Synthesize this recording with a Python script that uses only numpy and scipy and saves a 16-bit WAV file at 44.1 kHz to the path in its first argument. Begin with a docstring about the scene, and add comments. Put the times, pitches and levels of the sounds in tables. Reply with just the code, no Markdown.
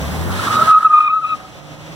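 """A car pulls away hard on a busy road: its engine revs up over the rumble and hiss of its tyres. A spinning
tyre scrubs, then its tread sticks and slips in a wavering squeal that moves right to left. The pipe rings
briefly; the engine and the road's rush drop in level while the squeal is at its loudest. As the squeal dies,
other cars roll by with a low drone and a falling whine."""
import sys
import numpy as np
from scipy.fft import rfft, irfft
from scipy.io import wavfile

SR = 44100
rng = np.random.default_rng(int(sys.argv[2]) if len(sys.argv) > 2 else 0)


def unload_wav(signal):
    """Save mono or channel-first audio to the path in sys.argv[1] as 16-bit WAV at rate SR, clipped to [-1, 1]."""
    wavfile.write(
        sys.argv[1],
        SR,
        np.round(np.clip(np.atleast_2d(signal).T, -1, 1) * 32767).astype(np.int16),
    )


N = 85995
T = np.arange(N) / SR
BIN_HZ = np.fft.rfftfreq(N, 1 / SR)
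SIDES = np.array([[.5], [-.5]])  # splits a left-minus-right difference


def from_db(db):
    """Decibels to gain."""
    return 10 ** (np.asarray(db) / 20)


def unit_rms(x):
    """Scale to unit power."""
    return x / np.sqrt(np.mean(x ** 2) + 1e-20)


def over_time(table):
    """Each value column of a time table, per sample."""
    time_s, *columns = np.transpose(table)
    return [np.interp(T, time_s, column) for column in columns]


def over_freq(table):
    """A frequency table per FFT bin, on a log axis."""
    freq_hz, value = np.transpose(table)
    return np.interp(np.log(BIN_HZ + 1), np.log(freq_hz), value)


def drift(rate_hz):
    """Unit-RMS random wander, low-passed at rate_hz."""
    return unit_rms(irfft(rfft(rng.standard_normal(N)) / (1 + (BIN_HZ / rate_hz) ** 4), N))


# Left-right likeness of the noise: freq_hz, correlation
STEREO_CORRELATION = [(30, -0.52), (50, -0.26), (90, 0.12), (300, 0.7), (700, 0.77), (1150, 0.97),
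                      (1400, 0.026), (1700, -.35), (2100, -0.64), (2400, -0.81), (2950, -0.017), (3550, 1),
                      (3850, 0.67), (4100, -0.058), (4400, -0.44), (4750, -0.84), (5850, 0.85), (7000, -.8),
                      (8000, 0.81), (9200, -0.66), (10400, .75), (11600, -0.64), (12900, 0.49),
                      (14100, -.4), (15500, .6)]


def tyre_noise(spectrum, level, balance, flutter_db):
    """Fluttering stereo rush; a share arrives from one side, so the channels are out of step."""
    side_share, delay_s = .25, .00043
    side_lead = side_share * np.sin(2 * np.pi * BIN_HZ * delay_s)
    coherence = np.clip(over_freq(STEREO_CORRELATION), -1, 1) + 1j * side_lead
    left, independent = rfft(rng.standard_normal((2, N)))
    right = coherence * left + np.sqrt(np.maximum(1 - abs(coherence) ** 2, 0)) * independent
    colour = from_db(over_freq(spectrum) + over_freq(balance) * SIDES)
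    gain = from_db(over_time(level)[0] + flutter_db * drift(17))
    return unit_rms(irfft(colour * [left, right], N)) * gain


def engine_tone(curve, orders, flutter, wobble, spread_rad, pan_db):
    """Multiples of a base rate, each swelling by itself and reaching the two sides out of step."""
    rate_hz, level_db = over_time(curve)
    phase = 2 * np.pi * np.cumsum(rate_hz * (1 + wobble * drift(15.8))) / SR
    tone = 0
    for multiple, gain_db in orders:
        offset_rad = spread_rad * SIDES * (1 + .5 * drift(3.2))
        gain = from_db(gain_db) * (1 + flutter * drift(31))
        tone = tone + gain * np.sin(multiple * phase + offset_rad + rng.uniform(0, 2 * np.pi))
    return np.sqrt(2) * tone * from_db(level_db + pan_db * SIDES)


# Approaching engine: time_s, firing_hz, level_db
COMING_ENGINE = [(.7, 152.8, -72), (.95, 152.3, -63), (1.2, 151, -55.5), (1.45, 146.8, -51.5),
                 (1.56, 146, -48), (1.63, 147.8, -40), (1.85, 154.4, -39.5), (1.95, 160, -37.5)]
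# Its partials: multiple, gain_db
COMING_ORDERS = [(.8, -19), (1, -2.5), (2, -10), (3.6, -10), (4.5, -14.5), (5, -12.5)]
# Receding car's drone: time_s, pitch_hz, level_db
GOING_DRONE = [(.75, 312.4, -56), (.95, 307, -50), (1.15, 302, -54), (1.33, 302, -49), (1.46, 299.8, -54.5),
               (1.6, 295.3, -74)]
# Its partials: multiple, gain_db
GOING_ORDERS = [(1, 0.5), (2, -0.5)]
# Passing car's whine: time_s, pitch_hz, level_db
PASSING_WHINE = [(1.1, 774, -65), (1.25, 775.3, -52), (1.38, 764, -49.5), (1.45, 753, -42.5),
                 (1.53, 730, -52), (1.62, 720, -70)]
# Wash of tyre noise: freq_hz, density_db
WASH_SPECTRUM = [(25, -14), (60, -2), (160, 1.5), (400, -9), (650, -3.5), (1100, -10.5), (2500, -13),
                 (3400, -14), (4400, -20.5), (6000, -20), (9000, -30.5), (15800, -35.5)]
# Its envelope: time_s, level_db
WASH_LEVEL = [(0, -29), (.7, -45), (0.919, -43.5), (1.13, -47), (1.35, -39.5), (1.551, -38), (1.7, -38),
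              (1.87, -35), (1.95, -35.5)]
# Its balance: freq_hz, left_minus_right_db
WASH_BALANCE = [(200, -3), (750, -5), (1400, -1), (2000, -1), (3000, 1), (7000, -.5), (15000, -1.3)]


def traffic():
    """Other cars: two engine notes and a falling whine in a wash of tyre noise."""
    coming = engine_tone(COMING_ENGINE, COMING_ORDERS,
                         flutter=.2, wobble=.006, spread_rad=.98, pan_db=-6)
    going = engine_tone(GOING_DRONE, GOING_ORDERS, flutter=.085, wobble=.0045, spread_rad=.6, pan_db=-2)
    whine = engine_tone(PASSING_WHINE, [(1, 0)], flutter=.19, wobble=.006, spread_rad=.3, pan_db=-3.5)
    wash = tyre_noise(WASH_SPECTRUM, WASH_LEVEL, WASH_BALANCE, flutter_db=1.32)
    return coming + going + whine + wash


# Road rumble: freq_hz, density_db
RUMBLE_SPECTRUM = [(25, -28.5), (50, -17), (80, -4.5), (140, -4), (210, -2.5), (310, -7.5), (500, -9),
                   (1100, -10), (1800, -14.5), (2600, -25.5), (5000, -29.5)]
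# Its envelope: time_s, level_db
RUMBLE_ENVELOPE = [(0, -30.5), (.1, -27), (.35, -27), (.58, -25.5), (.69, -28.5), (.74, -44), (0.848, -39),
                   (.9, -54.5), (1.201, -57.5), (1.95, -50.5)]
# Road hiss: freq_hz, density_db
HISS_SPECTRUM = [(800, -7), (1800, 4.5), (2600, 3), (3700, 2.5), (5000, -2.5), (7000, -6.5), (10500, -9),
                 (12500, -19.5), (14500, -18.5), (15800, -20)]
# Its envelope: time_s, level_db
HISS_ENVELOPE = [(0, -44), (.12, -35.5), (.24, -37), (.33, -32), (.41, -27.5), (.55, -28), (.63, -30.5),
                 (.70, -27), (.735, -40.5), (.855, -39.5), (.88, -45.5), (.99, -41), (1.101, -49),
                 (1.21, -50), (1.319, -44), (1.42, -49.5), (1.95, -63)]
# Near car's noise balance: freq_hz, left_minus_right_db
CAR_BALANCE = [(200, -0.3), (600, 4.5), (1050, 0), (1700, -4.5), (2800, 1.5), (4600, -1.5), (8000, -0.5),
               (11500, 0.7), (15000, -0.5)]


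def road_rush():
    """The near car's tyres rumble and hiss on the road."""
    rumble = tyre_noise(RUMBLE_SPECTRUM, RUMBLE_ENVELOPE, CAR_BALANCE, flutter_db=.7)
    hiss = tyre_noise(HISS_SPECTRUM, HISS_ENVELOPE, CAR_BALANCE, flutter_db=1.9)
    return rumble + hiss


# Revving engine: time_s, firing_hz, level_db
REV_CURVE = [(0, 67.34, -27), (0.081, 72.64, -25), (.25, 85.15, -22), (.33, 91.54, -23),
             (.38, 97.34, -24.5), (.44, 105.7, -29.5), (.55, 117.6, -29), (.61, 123.7, -33),
             (.66, 129.4, -43), (0.699, 133.5, -52), (.75, 131.3, -64), (1.0, 140, -68)]
# Its partials: multiple, gain_db
REV_ORDERS = [(1, -1.5), (1.5, -15), (2, -9.5), (2.5, -14.5), (3, -15), (4, -16), (5, -23)]
# Pipe ring: time_s, level_db
PIPE_LEVEL = [(.45, -65), (.55, -43), (.61, -29), (.66, -31.5), (.71, -35), (.78, -88.5)]


def revving_engine():
    """The firing rate climbs; the pipe rings briefly at five times that rate."""
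    motor = engine_tone(REV_CURVE, REV_ORDERS, flutter=.21, wobble=.0036, spread_rad=1, pan_db=1.4)
    pipe_curve = [(time_s, firing_hz, 0) for time_s, firing_hz, _ in REV_CURVE]
    pipe = engine_tone(pipe_curve, [(5, .008)], flutter=.47, wobble=.0088, spread_rad=.4, pan_db=3)
    return motor + pipe * from_db(over_time(PIPE_LEVEL)[0])


# Rubber rasp: freq_hz, density_db
SCRUB_SPECTRUM = [(500, -33.5), (900, -12), (1130, -7), (1270, -6.5), (1420, -7.5), (1800, -12),
                  (2600, -46)]
# Its envelope: time_s, level_db
SCRUB_ENVELOPE = [(0, -80), (.3, -33.5), (.42, -28), (.5, -24.5), (.58, -22.5), (0.689, -23),
                  (0.761, -33.5), (.86, -31.5), (.9, -40), (1.0, -39), (1.151, -46), (1.33, -46),
                  (1.39, -47), (1.95, -74)]


def tyre_scrub():
    """Spinning rubber rasps in a band round the squeal's pitch."""
    return tyre_noise(SCRUB_SPECTRUM, SCRUB_ENVELOPE, CAR_BALANCE, flutter_db=3)


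def squeal_overtone(cycles, multiple, steady, ragged, rate_hz, spread_rad, pan_db):
    """One complex overtone: part steady, part ragged, out of step between the sides."""
    gain = (steady + ragged * (drift(rate_hz) + 1j * drift(rate_hz))) * from_db(pan_db * SIDES)
    return gain * np.exp(1j * (2 * np.pi * multiple * cycles + spread_rad * SIDES))


# Stick-slip rate of the tread: time_s, pitch_hz
SLIP_PITCH = [(.36, 1336), (.40, 1340), (.47, 1249), (.55, 1240), (.59, 1285), (.63, 1288), (.657, 1237),
              (.68, 1290), (.752, 1253), (.785, 1272), (.797, 1234), (.815, 1284), (.86, 1287),
              (.892, 1224), (.915, 1247), (.94, 1231), (.975, 1218), (1.015, 1258), (1.05, 1214),
              (1.08, 1231), (1.09, 1134), (1.104, 1270), (1.125, 1250), (1.162, 1310), (1.203, 1226),
              (1.22, 1347), (1.246, 1222), (1.275, 1294), (1.335, 1252), (1.47, 1255)]
# Squeal strength as the tyre grips and slips: time_s, level_db
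SLIP_LEVEL = [(.33, -57), (.389, -40), (.393, -24), (.40, -14), (.406, -58), (.455, -33), (.481, -12.5),
              (.496, -23), (.52, -16), (.555, -17), (.58, -12), (.605, -14), (.624, -8), (.642, -24.5),
              (.666, -22), (.69, -7.5), (.712, -6.5), (.748, -7), (.758, -6), (.784, -7.5), (.798, -27),
              (.811, -15), (.822, -33.5), (.832, -9), (.841, -27.5), (.85, -5.5), (.857, -4.5),
              (.874, -8.5), (.888, -29), (.908, -9), (.924, -14.5), (.94, -4.5), (.963, -9), (.974, -9),
              (.99, -6), (.997, -19), (1.01, -7), (1.024, -16), (1.078, -12.5), (1.09, -19), (1.112, -14),
              (1.119, -18.5), (1.139, -10), (1.153, -18.5), (1.168, -12), (1.192, -19), (1.212, -28.5),
              (1.252, -15), (1.285, -29), (1.294, -22.5), (1.334, -15.5), (1.35, -23), (1.365, -45.5),
              (1.414, -41.5), (1.432, -51), (1.449, -37.5), (1.475, -52)]
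# Squeal timbre: time_s, roughness_0_to_1, second_harmonic_db, third_harmonic_db
SLIP_TIMBRE = [(.40, 0.3, -35, -23), (.46, 0.83, -40, -32), (.56, 0.62, -45, -18.5), (.69, 0.23, -37, -43),
               (.735, 0.2, -24.5, -36), (.79, 0.08, -43, -41.5), (.87, 0.05, -24.5, -38.5),
               (.905, 0.11, -30, -47), (.96, 0.14, -20, -38.5), (1.08, 0.23, -8.5, -27.5),
               (1.112, .09, -8.5, -35.5), (1.13, 0.05, -25, -35.5), (1.21, 0.11, -24, -37),
               (1.29, 0.24, -3, -18), (1.35, 0.16, -16, -33), (1.42, 0.61, -23, -27)]
# Car's path, right to left: time_s, left_minus_right_db, left_lag_ms
CAR_PATH = [(.40, -3, -0.05), (.62, -2, 0.031), (.85, 0, 0.0094), (1.0, 1.5, .035), (1.06, 2, .04),
            (1.34, 4.5, 0.041)]


def tyre_squeal():
    """The tread sticks and slips: a wavering near-sine, ragged at first, with two weaker overtones."""
    waver_rms_hz, waver_rate_hz, chatter_rate_hz = 9.6, 64, 132
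    pitch_hz, = over_time(SLIP_PITCH)
    level_db, = over_time(SLIP_LEVEL)
    roughness, second_db, third_db = over_time(SLIP_TIMBRE)
    pan_db, lag_ms = over_time(CAR_PATH)
    cycles = np.cumsum(pitch_hz + waver_rms_hz * drift(waver_rate_hz)) / SR
    cycles = cycles - SIDES * pitch_hz * lag_ms / 1000
    chatter = (drift(chatter_rate_hz) + 1j * drift(chatter_rate_hz)) / np.sqrt(2)
    grip = np.sqrt(1 - roughness ** 2) + roughness * chatter
    second = squeal_overtone(cycles, 2.012, steady=.74, ragged=.27,
                             rate_hz=160, spread_rad=4.13, pan_db=-5)
    third = squeal_overtone(cycles, 3, steady=.35, ragged=.54, rate_hz=150, spread_rad=1.6, pan_db=-4.5)
    partials = np.exp(2j * np.pi * cycles) + from_db(second_db) * second + from_db(third_db) * third
    return np.sqrt(2) * np.real(grip * partials) * from_db(level_db + pan_db * SIDES)


def scene():
    """The whole road, heard from the kerb."""
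    return tyre_squeal() + tyre_scrub() + revving_engine() + road_rush() + traffic()


def record(dry):
    """Clip at full scale, then low-pass steeply."""
    cutoff_hz = 15800
    freq_hz = np.fft.rfftfreq(2 * N, 1 / SR)
    spectrum = rfft(np.clip(dry, -1, 1), 2 * N)
    return irfft(spectrum / np.sqrt(1 + (freq_hz / cutoff_hz) ** 200), 2 * N)[:, :N]


dry = scene()
out = record(dry)
unload_wav(out)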